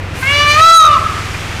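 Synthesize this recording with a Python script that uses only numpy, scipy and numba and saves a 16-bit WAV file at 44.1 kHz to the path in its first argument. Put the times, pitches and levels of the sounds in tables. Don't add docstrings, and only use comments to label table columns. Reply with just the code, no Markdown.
import sys
import numpy as np
from scipy import signal
from scipy.fft import rfft, irfft
from scipy.io import wavfile
from scipy.ndimage import uniform_filter1d
from numba import njit

SR = 44100
rng = np.random.default_rng(int(sys.argv[2]) if len(sys.argv) > 2 else 0)


def to_wav(sig):
    pcm = np.clip(np.atleast_2d(sig), -1, 1) * 32767
    pcm = np.round(pcm).astype(np.int16)
    wavfile.write(sys.argv[1], SR, pcm.T)


def natural_amplitude(level_db):
    exponent = np.asarray(level_db, float) / 20
    return 10 ** exponent


N = 70560
TIME_S = np.arange(N) / SR


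def column(table, index):
    rows = np.array(table, float)
    return np.interp(TIME_S, rows[:, 0], rows[:, index])


def log_interp(hz, points):
    rows = np.array(points, float)
    return np.interp(np.log(hz), np.log(rows[:, 0]), rows[:, 1])


def level(x, db):
    return x * natural_amplitude(db) / np.sqrt(np.mean(x ** 2))


def walk(rate_hz):
    hold = int(SR / rate_hz)
    steps = np.repeat(rng.standard_normal(N // hold + 2), hold)
    smooth = uniform_filter1d(uniform_filter1d(steps, hold), hold)
    return level(smooth[:N], 0)


def coloured(points):
    hz = np.arange(1, N // 2 + 2) * SR / N
    spectrum = rfft(rng.standard_normal(N)) * natural_amplitude(log_interp(hz, points))
    return level(irfft(spectrum, N), 0)


def rush():
    # f/Hz, relative density/dB
    rush_colour = [(20, -29), (45, 1), (100, -7), (250, -11), (400, -10.5), (800, -12.5), (2400, -13.5),
                   (4000, -25.5), (8000, -38), (15500, -50)]
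    level_db = -27.5 + 0.23 * walk(3.34)
    return natural_amplitude(level_db) * coloured(rush_colour)


def hiss():
    # f/Hz, relative density/dB
    hiss_colour = [(500, -11.5), (1200, -1.5), (2400, -1.5), (4000, -10), (6000, -12.5), (9000, -19.5),
                   (15500, -33.5)]
    # t/s, gain/dB
    hiss_rise = [(0, -12), (.135, -4.5), (.155, 2.5), (.21, 3.5), (.3, 6.5), (1.0, 7), (1.6, 5.5)]
    level_db = -32 + column(hiss_rise, index=1) + 0.27 * walk(11.8)
    return natural_amplitude(level_db) * coloured(hiss_colour)


def rustle():
    # t/s, level/dB
    rustle_rise = [(.13, -70), (.155, -46), (.21, -34), (.3, -45), (.6, -38), (.9, -55)]
    peak_hz = 9376
    level_db = column(rustle_rise, index=1) + 1.35 * walk(41)
    return natural_amplitude(level_db) * coloured([(peak_hz / 3, -20), (peak_hz, 0), (16000, -8)])


def peep():
    centre_s, length_s, pitch_hz, peak_db = 1.348, 0.004, 2450, -19
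    envelope = np.exp(-((TIME_S - centre_s) / length_s) ** 2)
    return natural_amplitude(peak_db) * envelope * np.sin(2 * np.pi * pitch_hz * TIME_S)


def engine():
    # t/s, firing rate/Hz, rms level/dB
    idle = [(0, 24, -23.5), (.12, 22.5, -22.5), (.24, 19.4, -25), (.33, 18.8, -23), (.45, 18.9, -21),
            (.53, 19.1, -22), (.62, 19.3, -20), (.85, 19.65, -24), (1.6, 20.25, -22.5)]
    # f/Hz, relative order level/dB
    exhaust = [(20, -9), (40, -17.5), (59, -6), (79, -1), (96, 6), (118, -8.5), (138, -10.5), (157, -3),
               (178, -22), (215, -9.5), (245, -30.5), (280, -15), (315, -19.5), (355, -14.5), (400, -27.5),
               (480, -19)]
    orders, scatter_db = 24, 1.2
    firing_at_s = 1.241
    lag_s_per_hz = 0.15e-3
    rate_hz = column(idle, index=1)
    cycles = np.cumsum(rate_hz) / SR
    cycles = cycles - cycles[int(firing_at_s * SR)]
    out = 0
    for k in range(1, orders + 1):
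        order_db = log_interp(k * rate_hz, exhaust) + scatter_db * walk(12)
        lag_rad = np.pi * lag_s_per_hz * (k * rate_hz[-1]) ** 2
        out = out + natural_amplitude(order_db) * np.cos(2 * np.pi * k * cycles - lag_rad)
    return level(out, 0) * natural_amplitude(column(idle, index=2))


def kite():
    # t/s, pitch f/Hz, fundamental level/dB, whistle (2nd partial) level/dB, rasp and breath gain/dB
    cry = [(.224, 515, -50, -20.5, -16), (.25, 530.4, -31, -24, -17.5), (.27, 542.8, -30, -30, -13),
           (.31, 569.6, -27.5, -16.5, -10.5), (.36, 578.1, -19, -25, -12), (.41, 584.3, -24.5, -10, -10),
           (.46, 586.2, -23.5, -10.5, -15.5), (.51, 590.2, -18, -14, -6), (.54, 595, -21.5, -17.5, -8),
           (.57, 611.9, -21, -3, -14), (.6, 639.4, -13.5, -3.5, -9), (.63, 645.6, -10, 6, -20.5),
           (.66, 661.4, -10, 5, -11), (.72, 662.2, -8, 7, -17), (.77, 659, -10, 8, -56),
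           (.8, 644.3, -16.5, 7, -18.5), (.83, 629.4, -21.5, 3, -23.5), (.87, 610.2, -21, 0.5, -33),
           (.91, 590, -22, -6.5, -23.5), (.95, 575.5, -26, -8, -22), (.985, 501.4, -41, -9, -45)]
    # t/s, f/Hz
    beak = [(.224, 1900), (.27, 2080), (.3, 2620), (.36, 2570), (.44, 2730), (.48, 2400), (.53, 2450),
            (.58, 2330), (.62, 2240), (.85, 2744), (.95, 2930)]
    # f/Hz, width/Hz, gain/dB
    sharp = [(4270, 920, -13), (6100, 890, -20)]
    partials, shimmer_db, steady_shimmer_db = 16, 2.4, 0.4
    beak_width_hz, floor_db, slope_db_per_oct = 866, -19.5, -15.5
    wide_from_s, widening_s = 0.321, 0.027
    break_s, break_len_s, break_rad = 0.6, 0.042, 1.34
    attack_s, release_s = 0.0059, 0.013

    pitch_hz = uniform_filter1d(column(cry, index=1), size=1300)
    phase = 2 * np.pi * np.cumsum(pitch_hz) / SR
    fundamental = natural_amplitude(column(cry, index=2)) * np.sin(phase)
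    whistle = natural_amplitude(column(cry, index=3)) * np.sin(2 * phase)
    tone = (fundamental + whistle) * natural_amplitude(steady_shimmer_db * walk(28.7))

    breath_noise = coloured([(300, -20), (2500, -4.5), (9000, -18.5), (16000, -42)])
    rasp = natural_amplitude(-18) * (1 + np.cos(phase)) * breath_noise

    unsteady = np.exp(-((TIME_S - break_s) / break_len_s) ** 2) * walk(250)
    shaky = phase + break_rad / 4 * unsteady
    wide = np.clip((TIME_S - wide_from_s) / widening_s, 0, 1)
    for k in range(3, partials + 1):
        partial_hz = k * pitch_hz
        off = (partial_hz - column(beak, index=1)) / beak_width_hz
        gain = 1 / (1 + off ** 2) ** 3 + natural_amplitude(floor_db + slope_db_per_oct * np.log2(k / 4))
        for hz, width_hz, db in sharp:
            gain = gain + wide * natural_amplitude(db) / (1 + ((partial_hz - hz) / width_hz) ** 2) ** 2
        shimmer = natural_amplitude(shimmer_db * walk(55.06))
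        rasp = rasp + gain * shimmer * np.sin(k * shaky - 3 * np.arctan(off))

    attack = np.clip((TIME_S - cry[0][0]) / attack_s, 0, 1)
    release = np.clip((cry[-1][0] - TIME_S) / release_s, 0, 1)
    return (tone + rasp * natural_amplitude(column(cry, index=4))) * attack * release


def scatter(x):
    scatter_ms = [3.1, 5.3, 8.9]
    for ms in scatter_ms:
        taps = np.zeros(int(ms * SR / 1000) + 1)
        taps[0], taps[-1] = 1, -0.66
        x = signal.lfilter(taps[::-1], taps, x)
    return x


@njit
def walls(x, lags, gain, damp):
    line, soft, out = np.zeros((8, 4096)), np.zeros(8), np.zeros(len(x))
    for i in range(len(x)):
        total = 0.
        for k in range(8):
            echo = gain[k] * line[k, (i - lags[k]) & 4095]
            soft[k] += (1 - damp) * (echo - soft[k])
            total += soft[k]
            out[i] += soft[k] * (1 - 2 * (k % 2))
        for k in range(8):
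            line[k, i & 4095] = x[i] + soft[k] - total / 4
    return out


def room(x):
    wall_ms = [17.3, 21.1, 26.9, 31.7, 37.9, 43.3, 49.9, 57.1]
    t60_s, damp, echo_db = 0.88, 0.13, -19
    lags = (np.array(wall_ms) * SR / 1000).astype(np.int64)
    gain = natural_amplitude(-60. * lags / SR / t60_s)
    return natural_amplitude(echo_db) * walls(scatter(x + 1e-18), lags, gain, damp)


def scene():
    background = rush() + hiss() + rustle() + peep()
    bird = kite()
    mix = bird + room(bird) + engine() + background
    return mix[None, :]


def top_cut(x):
    return signal.sosfilt(signal.butter(12, 15460, fs=SR, output="sos"), x)


def record(dry):
    clip, knee, top_hz = 0.71, 18, 15480
    fine = signal.resample_poly(dry, 4, 1, axis=1)
    flat = fine / (1 + np.abs(fine / clip) ** knee) ** (1 / knee)
    wet = signal.resample_poly(flat, 1, 4, axis=1)
    low_pass = signal.ellip(8, .2, 70, top_hz, fs=SR, output="sos")
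    wet = signal.sosfilt(low_pass, wet)
    return top_cut(wet)


dry = scene()
out = record(dry)
to_wav(out)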